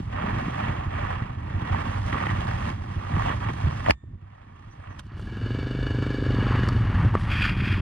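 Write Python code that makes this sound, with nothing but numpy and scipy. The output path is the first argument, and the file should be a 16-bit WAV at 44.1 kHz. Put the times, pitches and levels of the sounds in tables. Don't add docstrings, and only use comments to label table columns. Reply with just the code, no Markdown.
import sys
import numpy as np
from scipy import signal
from scipy.fft import irfft
from scipy.io import wavfile
from scipy.ndimage import uniform_filter1d

SR = 44100
rng = np.random.default_rng(int(sys.argv[2]) if len(sys.argv) > 2 else 0)


def ratio(d):
    e = np.asarray(d, float) / 20
    return 10 ** e


def store_wav(level_fs):
    pcm = np.round(np.clip(np.atleast_2d(level_fs), -1, 1) * 32767)
    wavfile.write(sys.argv[1], SR, pcm.T.astype(np.int16))


N = 344406


def evened(x):
    return x / np.sqrt(np.mean(x ** 2) + 1e-20)


def read(points, hz):
    f, value = np.transpose(points)
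    return np.interp(np.log(hz + 1), np.log(f + 1), value)


def play(rows):
    s, *columns = np.transpose(rows)
    return [np.interp(np.arange(N) / SR, s, c) for c in columns]


def gate(t0, t1, fade=.03):
    t = np.arange(N) / SR
    return np.clip(np.minimum(t - t0, t1 - t) / fade + 1, 0, 1)


def add(mix, s, sound):
    part = mix[round(s * SR):][:len(sound)]
    part += sound[:len(part)]


def coloured(x, points, peaks=()):
    hz = abs(np.fft.fftfreq(8192, 1 / SR))
    bumps_db = sum(g / (1 + (2 * (hz - f) / w) ** 2) for f, w, g in peaks)
    db = read(points, hz) + bumps_db
    log_gain = np.log(ratio(np.maximum(db, -100)))
    taps = np.fft.ifft(np.exp(np.conj(signal.hilbert(log_gain)))).real[:4096]
    return evened(signal.oaconvolve(x, taps)[:N])


def ring(modes):
    t = np.arange(SR // 2) / SR
    return sum(ratio(db - 60 * t / t60) * np.sin(2 * np.pi * hz * t) for hz, db, t60 in modes)


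def drift(span_s):
    size = max(int(span_s * SR), 1)
    return evened(uniform_filter1d(uniform_filter1d(rng.standard_normal(N), size), size))


def firings(turns, uneven_db):
    count = np.floor(turns)
    strength = ratio(uneven_db * rng.standard_normal(256))[count.astype(int) % 256]
    return np.diff(count, prepend=count[0]) * strength


def scratch(per_s, spread_db, smooth, flicker_db):
    slips = rng.random(N) < per_s / SR
    size = ratio(spread_db * np.minimum(rng.exponential(1, N), 5)) * slips
    grains = signal.lfilter([1], [1, -.97], size) * rng.standard_normal(N)
    hiss = evened(grains) + smooth * rng.standard_normal(N)
    return hiss * ratio(flicker_db * drift(0.011))


# start_s, level_db, clear_firing_share (0-1)
THROB_CURVE = [
    [(0.0, -33.5, 0), (0.36, -28.5, 0), (0.55, -33, 0.1), (0.8, -25.5, 0.85), (0.91, -29.5, 0.7),
     (0.95, -28, 0.55), (1.35, -33.5, 0.1), (1.58, -27.5, 0.9), (2.04, -31, 0.15), (2.1, -27.5, 0.3),
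     (2.17, -34, 0.4), (2.29, -25.5, 0.23), (2.82, -31.5, 0.23), (2.98, -27.5, 0.95), (3.03, -40.5, 0.5),
     (3.17, -24, 0.54), (3.21, -28, 0.03), (3.61, -30, 0.22), (3.68, -22.5, 0.3), (3.73, -32.5, 0.3),
     (3.91, -26, 0.4)],
    [(3.95, -46, 0.6), (3.99, -53, 0.7), (4.1, -41.5, 0), (4.15, -38.5, 0.3), (4.2, -47, 0.55),
     (4.6, -49, 0.36), (4.66, -40, 0.33), (4.73, -46, 0.3), (5.08, -37.5, 0.84), (5.1, -41.5, 0.7),
     (5.25, -32.5, 0.3), (6.06, -30.5, 0.24), (6.15, -33, 0.56), (6.38, -22.5, 0.1), (6.64, -25.5, 0.23),
     (6.99, -21, 0.5), (7.07, -18, 0.5), (7.11, -27, 0.6), (7.13, -24.5, 0.5), (7.75, -23.5, 0.65),
     (7.81, -26, 1)],
]
# freq_hz, level_db (per Hz)
DISTANT_WASH = [(12, -48.5), (20, -20.5), (34, -10.5), (97, -3.5), (112, -2), (135, -9.5), (229, -18),
                (273, -22), (310, -26.5), (484, -40.5), (900, -60.5), (1170, -70.5), (1980, -120)]
# start_s, firings_so_far
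IDLE_FIRINGS = [(0, -.1), (.775, 9), (1.705, 20), (2.455, 29), (2.875, 34), (3.13, 37), (3.8, 45),
                (4.3, 51), (4.87, 57), (5.127, 60), (7.5, 85), (7.81, 88.2)]
# freq_hz, level_db, t60_s
MUFFLER_MODES = [(96, 0, .15), (52, -9, .15), (120, -5, .11), (190, -15, .08), (330, -17, .07)]


def idle():
    level_db, clear = play(sum(THROB_CURVE, []))
    clear = np.clip(clear, 0, 1)
    turns = play(IDLE_FIRINGS)[0] + .025 * drift(.08)
    swell = np.minimum(np.arange(SR // 2) / 700, 1)
    muffler = ring(MUFFLER_MODES) * swell
    puffs = evened(signal.oaconvolve(firings(turns, 3.0), muffler)[:N])
    wash = coloured(rng.standard_normal(N) * ratio(0.5 * drift(0.015)), DISTANT_WASH)
    return ratio(level_db) * (np.sqrt(clear) * puffs + np.sqrt(1 - clear) * wash)


# start_s, rub_db, treble_db (relative), thud_db (relative)
GLOVE_STROKES = [
    [(0.0, -46, -15, 25), (0.02, -56.5, -13.5, -9), (0.19, -35, -29, -4.5), (0.37, -35, -24, -1),
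     (0.54, -38, -23, 2.5), (0.64, -34, -25.5, 0.5), (0.89, -42, -24.5, -3), (0.94, -36, -25.5, -4),
     (1.12, -35, -26.5, -11), (1.38, -50, -23, -1.5), (1.76, -33, -24.5, -1), (2.04, -41.5, -16.5, -7.5),
     (2.12, -39, -17.5, -1), (2.13, -34, -23, 6), (2.14, -33.5, -23.5, 0), (2.6, -39, -18, -12),
     (2.68, -36, -19, 1.5), (2.76, -48.5, -17.5, 0), (3.15, -39, -21.5, 0.5), (3.2, -34.5, -22, -11),
     (3.23, -34.5, -19.5, -6), (3.31, -29.5, -27, -7), (3.36, -42, -17, -6), (3.5, -34, -26.5, 3),
     (3.52, -44.5, -15, -1), (3.68, -39, -20.5, -9), (3.84, -43.5, -16, -3.5), (3.87, -32.5, -25, -15.5),
     (3.9, -29, -16, 4)],
    [(3.96, -75, -18, -15.5), (4.422, -55.5, -24, -12), (4.428, -58, -23, 3.5), (4.744, -57.5, -17.5, -1),
     (4.858, -50.5, -25, -7), (4.984, -55.5, -19, 3), (4.996, -48.5, -1, -11.5), (5.016, -59, -20, -3),
     (5.078, -69, -7, -6), (5.098, -57, -35, -20), (5.2, -60, -7, -9.5)],
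    [(6.2, -51, -14, -21), (6.532, -31.5, -38, -2.5), (6.756, -43.5, -20, 9.5), (6.86, -38.5, -29, -9),
     (7.054, -35, -26, -5.5), (7.128, -43, -26, 0), (7.156, -38, -13, 18), (7.164, -38.5, -28, -3),
     (7.2, -43.5, -13, -15), (7.28, -36.5, -22, -40)],
]
# freq_hz, level_db (per Hz)
GLOVE_COLOUR = [(240, -31), (400, -9.5), (586, -7), (653, -11.5), (761, -4.5), (1150, 1.5), (1490, -5.5),
                (1880, -1.5), (2090, -10), (3300, -17.5), (3970, -27.5), (7210, -43), (9070, -39),
                (12700, -58.5), (15500, -55.5)]
# freq_hz, width_hz, gain_db
HOUSING_PEAKS = [(608, 39, 6.5), (1150, 730, 1.5), (1910, 50, 1), (2250, 190, 4), (2754, 200, 4.5),
                 (3264, 77, 4.5), (8770, 1200, -3)]


def gloves():
    level_db, treble_db, thud_db = play(sum(GLOVE_STROKES, []))
    rub = coloured(scratch(1500, 2.7, 1.0, 1.0), GLOVE_COLOUR, HOUSING_PEAKS)
    treble = signal.butter(4, 3900, "high", fs=SR, output="sos")
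    fizz = signal.sosfiltfilt(treble, rub, padtype="even")
    thud_colour = [(60, -38), (140, 3.5), (230, 5), (330, -3.5), (500, -18), (900, -61)]  # freq_hz, level_db
    thud = coloured(scratch(300, 3.0, 0.72, 1.96), thud_colour)
    mix = rub - fizz + ratio(treble_db) * evened(fizz) + ratio(thud_db) * thud
    touching = gate(0, 5.2, 0.11) + 0.54 * gate(6.3, 7.3, 0.12) + 0.49 * gate(5.1, 8, 0.24)
    return ratio(level_db) * mix * touching


# start_s, peak_db, pitch_hz
MOUNT_BUMPS = [(0.24, -17.5, 123), (1.22, -18.5, 94), (1.782, -23.5, 86.1), (3.169, -19.5, 126),
               (3.299, -23, 143), (3.67, -11.5, 82.6), (3.902, -18, 61), (4.034, -33, 72.7),
               (6.684, -13.5, 102), (7.048, -13, 117), (7.156, -18.5, 83.4)]


def bumps():
    out, t = np.zeros(N), np.arange(8192) / SR
    sinking_t = t + 0.0043 * (1 - np.exp(-t / 0.0031))
    for s, db, hz in MOUNT_BUMPS:
        decay = ratio(db - 60 * t * hz / 9)
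        onset = np.minimum(t * hz / 0.19, 1)
        add(out, s, decay * np.sin(2 * np.pi * hz * sinking_t) * onset)
    return out


# start_s, peak_db, ring_hz, treble_db (relative), hollow_db (relative)
PLASTIC_TAPS = [(0.607, -22, 1270, -32, -22), (1.063, -34, 1280, -28, -19), (1.204, -29, 1260, -32, -10),
                (1.747, -20, 920, -34, -21), (2.128, -18.5, 1910, -37, -28), (2.144, -17, 1190, -40, -11),
                (2.155, -18, 1110, -46, -8.5), (2.172, -22, 1200, -53, -22), (2.203, -28, 1920, -41, -19),
                (2.238, -21, 1190, -49, -17), (2.267, -22, 1940, -34, -11), (2.293, -23, 1840, -32, -17),
                (2.301, -22.5, 1920, -35, -18), (2.489, -25, 1670, -30, -6), (2.617, -26.5, 1330, -31, -12),
                (3.049, -29, 1250, -32, -19), (3.165, -20, 1170, -31, -25), (3.196, -17, 1100, -38, -18),
                (3.293, -26, 1780, -20, -6), (3.428, -23, 1110, -30, -19), (3.862, -19, 1880, -28, -16),
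                (3.866, -20.5, 1060, -22, -9.5), (3.898, -19.5, 1750, -42, -19),
                (4.84, -35, 1180, -32, -23), (4.994, -33.5, 1510, -27, -22), (5.195, -36, 1380, -17, 2),
                (5.306, -45, 1600, -23, -13), (6.688, -19, 1230, -14.5, -6), (7.141, -19.5, 902, -44, -10),
                (7.152, -9.5, 1150, -44, 0)]


def taps():
    out, t = np.zeros(N), np.arange(2048) / SR
    crack_band = signal.butter(2, [3500, 9000], "band", fs=SR)
    for s, db, hz, treble_db, hollow_db in PLASTIC_TAPS:
        body = np.sin(2 * np.pi * hz * t) + 0.23 * np.sin(2 * np.pi * 1.62 * hz * t)
        body *= ratio(-60 * t / 0.015)
        hollow = ratio(hollow_db + 5.5 - 60 * t / 0.0069) * np.sin(2 * np.pi * 420 * t)
        crack = signal.lfilter(*crack_band, rng.standard_normal(len(t)))
        crack *= ratio(treble_db + 6 - 60 * t / 0.0049)
        onset = np.minimum(t / 0.00069, 1)
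        add(out, s, ratio(db + 2) * (body + hollow + crack) * onset)
    return out


# start_s, level_db, freq_hz, t60_s
HOUSING_SHAKES = [
    (3.877, -13, 700, .015),
    (3.885, -4.5, 656, .018),
    (3.8965, -2, 620, 0.025),
    (3.9073, -2, 870, 0.0074),
]


def shakes():
    out = np.zeros(N)
    onset = np.minimum(np.arange(SR // 2) / 40, 1)
    for s, db, hz, t60 in HOUSING_SHAKES:
        add(out, s, ring([(hz, db, t60)]) * onset)
    return out


# start_s, freq_hz, level_db, t60_s
LOOSE_PINGS = [
    (3.9077, 1760, -8, 0.012),
    (4.039, 332, -36.5, 0.016),
    (6.687, 5370, -33.5, 0.017),
    (6.688, 4530, -30, 0.013),
]


def pings():
    out = np.zeros(N)
    for s, *mode in LOOSE_PINGS:
        add(out, s, ring([mode]))
    return out


# freq_hz, level_db (per Hz)
CLACK_COLOUR = [(180, -39), (300, -7), (1140, -5.5), (1870, 2), (2930, -7.5), (3690, -23.5), (5050, -13.5),
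                (7620, -40.5), (9140, -34.5), (15500, -41.5)]
# freq_hz, level_db, t60_s
BUCKLE_MODES = [(1820, -63, 1), (3580, -72.5, 0.99), (2320, -76, .6), (6800, -84, .9), (7752, -83, .8)]


def buckle():
    out, t = np.zeros(N), np.arange(2048) / SR
    strike_s, clack_db, clack_t60_s = 3.909, -19, .008
    blow = rng.standard_normal(len(t)) * ratio(-60 * t / clack_t60_s)
    add(out, strike_s - .0012, ratio(clack_db - 12.5) * coloured(blow, CLACK_COLOUR))
    add(out, strike_s, ring(BUCKLE_MODES))
    return out


# start_s, length_s, first_hz, last_hz, level_db
BIRD_NOTES = [
    (4.7, .045, 5600, 6450, -72),
    (4.774, 0.11, 8800, 8300, -84),
    (4.89, .065, 6350, 5600, -73),
]


def bird():
    out = np.zeros(N)
    for s, length_s, first_hz, last_hz, db in BIRD_NOTES:
        u = np.linspace(0, 1, int(length_s * SR))
        cycles = np.cumsum(first_hz + (last_hz - first_hz) * u) / SR
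        add(out, s, ratio(db) * np.sqrt(np.sin(np.pi * u)) * np.sin(2 * np.pi * cycles))
    return out


# start_s, firings_so_far
REV_FIRINGS = [(5, -.3), (5.225, 4), (5.328, 6), (5.417, 8), (5.509, 10), (5.631, 13), (5.791, 17),
               (5.987, 22), (6.186, 27), (6.346, 31), (6.51, 35), (6.679, 39), (6.808, 42), (6.946, 45),
               (7.05, 47), (7.175, 49), (7.3, 51), (7.411, 53), (7.517, 55), (7.728, 59), (7.94, 63)]
# start_s, pop_db, drone_db, valve_hiss_db, pop_sharpness_db (per order)
REV_LOAD = [(5.0, -53, -51, -66, -.5), (5.17, -48.5, -38, -55.5, -0.05), (5.3, -43.5, -38, -48.5, 0.14),
            (5.5, -36, -33.5, -43, 0.05), (5.9, -33, -29, -41.5, -0.15), (6.3, -30.5, -31.5, -40.5, -0.11),
            (6.6, -33.5, -27, -38.5, -0.06), (6.85, -36.5, -29.5, -44, -.6), (7.15, -38, -34, -49.5, -1.5),
            (7.4, -34, -28, -50, -0.8), (7.81, -33.5, -25, -54, -0.13)]
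# multiple_of_firing_rate, level_db
EXHAUST_ORDERS = [(1, 7), (2, -1.5), (3, -8.5), (4, -15.5), (5, 0.5), (6, -20), (7, -18.5), (8, -24),
                  (9, -15), (10, -11), (11, -12), (12, -11), (13, -19.5), (14, -21.5), (15, -19.5),
                  (16, -13), (17, -21), (18, -23), (19, -20), (20, -20), (21, -20), (22, -31.5), (23, -27),
                  (24, -55.5), (25, -33), (26, -29.5)]
# freq_hz, level_db (per Hz)
VALVE_COLOUR = [(350, -18.5), (600, -6.5), (820, -8), (1690, -3.5), (1990, -17), (2250, -14.5), (2470, -18),
                (2950, -7.5), (3290, -22), (4430, -22), (10600, -46.5), (15500, -49)]
# freq_hz, width_hz, gain_db
CASING_PEAKS = [(1670, 127, 8), (2280, 61, 15.5), (2908, 35, 11.5), (3560, 220, 12), (4530, 290, 12),
                (5700, 87, 1), (6670, 60, 11.5), (7440, 92, 6), (8050, 110, 11)]


def revving():
    pop_db, drone_db, hiss_db, tilt_db = play(REV_LOAD)
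    speed = np.gradient(play(REV_FIRINGS)[0]) * SR
    speed = uniform_filter1d(uniform_filter1d(speed, 3500), 3500)
    turns = REV_FIRINGS[0][1] + np.cumsum(speed) / SR
    unsteady = turns + .0025 * drift(.03)

    pops = np.zeros(N)
    for k, db in EXHAUST_ORDERS[6:]:
        pops += ratio(db + tilt_db * (k - 11)) * np.sin(2 * np.pi * round(k) * unsteady)
    drone = np.zeros(N)
    for k, db in EXHAUST_ORDERS[1:6]:
        boom_db = 9 / (1 + ((k * speed - 113) / 12) ** 2)
        phase = 2 * np.pi * round(k) * (unsteady + 0.1125 * k)
        drone += ratio(db + boom_db - 7) * np.cos(phase)

    puff = 0.8 + 0.71 * np.exp(-((turns + .1) % 1) / 0.44)
    air = scratch(3000, 1.7, 1.25, 1.0) * puff
    facing = gate(5.6, 6.4, 1.0)
    hiss = facing * coloured(air, VALVE_COLOUR, CASING_PEAKS)
    hiss += (1 - facing) * coloured(air, VALVE_COLOUR)

    pops *= ratio(pop_db + 7 + .8 * drift(.03))
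    drone *= ratio(drone_db + 4 + drift(.06))
    return gate(5, 8, .1) * (pops + drone + ratio(hiss_db) * hiss)


# start_s, level_db
SLEEVE_BRUSH = [
    (7.26, -35.5),
    (7.374, -27),
    (7.502, -32),
    (7.538, -42),
    (7.686, -31.5),
    (7.788, -38.5),
    (7.81, -44),
]
# freq_hz, level_db (per Hz)
CLOTH_COLOUR = [(290, -41), (500, -14), (769, -18), (1450, 3), (2070, -1), (2540, 3), (3060, -6.5),
                (3330, -5.5), (3850, -17), (4840, -15.5), (5920, -30), (12100, -39), (15500, -62)]
# freq_hz, width_hz, gain_db
FOLD_PEAKS = [(1500, 390, 0.5), (1780, 95, 4.5), (2440, 40, 8.5), (3250, 63, 9.5), (4720, 140, 6)]


def sleeve():
    drag = coloured(scratch(2600, 1.9, 0.99, 2.1), CLOTH_COLOUR, FOLD_PEAKS)
    return ratio(play(SLEEVE_BRUSH)[0]) * gate(7.305, 8, 0.023) * drag


def scene():
    handling = gloves() + bumps() + taps() + pings() + buckle() + sleeve()
    mix = idle() + handling + bird() + revving()
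    shake = shakes()
    return np.array([mix + shake, mix - shake])


# freq_hz, level_db
PORT_LEVEL = [(60, -14.5), (92, -7), (140, -20.5), (210, -12), (330, -8), (500, 5.5), (770, 16.5),
              (1170, -1), (1790, 0), (2740, 3), (4190, 2), (6410, 8), (9810, -1), (15000, 0)]
# freq_hz, turn_rad
PORT_PHASE = [(20, 3.1), (350, 1.74), (700, 1.47), (1200, 2.86), (1900, 2.1), (3000, 1.87), (15000, 2.06)]
# start_s, level_db
STEREO_WIDTH = [(0, -4.5), (4.92, -4.5), (5.1, -12), (5.25, -22), (5.5, -27), (5.8, -51), (7.81, -60)]


def port_difference(mid):
    hz = np.fft.rfftfreq(4096, 1 / SR)
    scatter = 7.2 * uniform_filter1d(rng.standard_normal(len(hz)), 30) * np.clip(hz / 1500, 0, 1)
    band_hz, s, z = signal.stft(mid, SR, nperseg=256)
    a, b = rng.standard_normal((len(s), len(band_hz), 2)).T
    spread = 0.71 * np.clip(band_hz / 3000, 0, 2)[:, None] ** .5
    z = z * (1 + spread * (a + 1j * b))
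    z[:2] *= np.clip((5.25 - s) / 0.16, 0, 1)
    arriving = signal.istft(z, SR, nperseg=256)[1][:N]
    turn = np.exp(1j * (read(PORT_PHASE, hz) + scatter))
    response = np.roll(irfft(ratio(read(PORT_LEVEL, hz)) * turn), 2048)
    side = signal.oaconvolve(arriving, response * np.hanning(4096))[2048:N + 2048]
    return side * ratio(play(STEREO_WIDTH)[0])


def low_pass(x):
    return signal.sosfilt(signal.butter(12, 16790, fs=SR, output="sos"), x)


def record(dry):
    low_cut = signal.butter(2, 28, "high", fs=SR, output="sos")
    high_cut = signal.butter(8, 14900, fs=SR, output="sos")
    mid = signal.sosfilt(low_cut, dry.mean(0))
    mid = signal.sosfiltfilt(high_cut, mid, padtype="even")
    side = port_difference(mid) + (dry[0] - dry[1]) / 2
    ports = np.clip([mid + side, mid - side], -.98, .98) * gate(0, N / SR - .006, .006)
    return low_pass(ports)


dry = scene()
out = record(dry)
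store_wav(out)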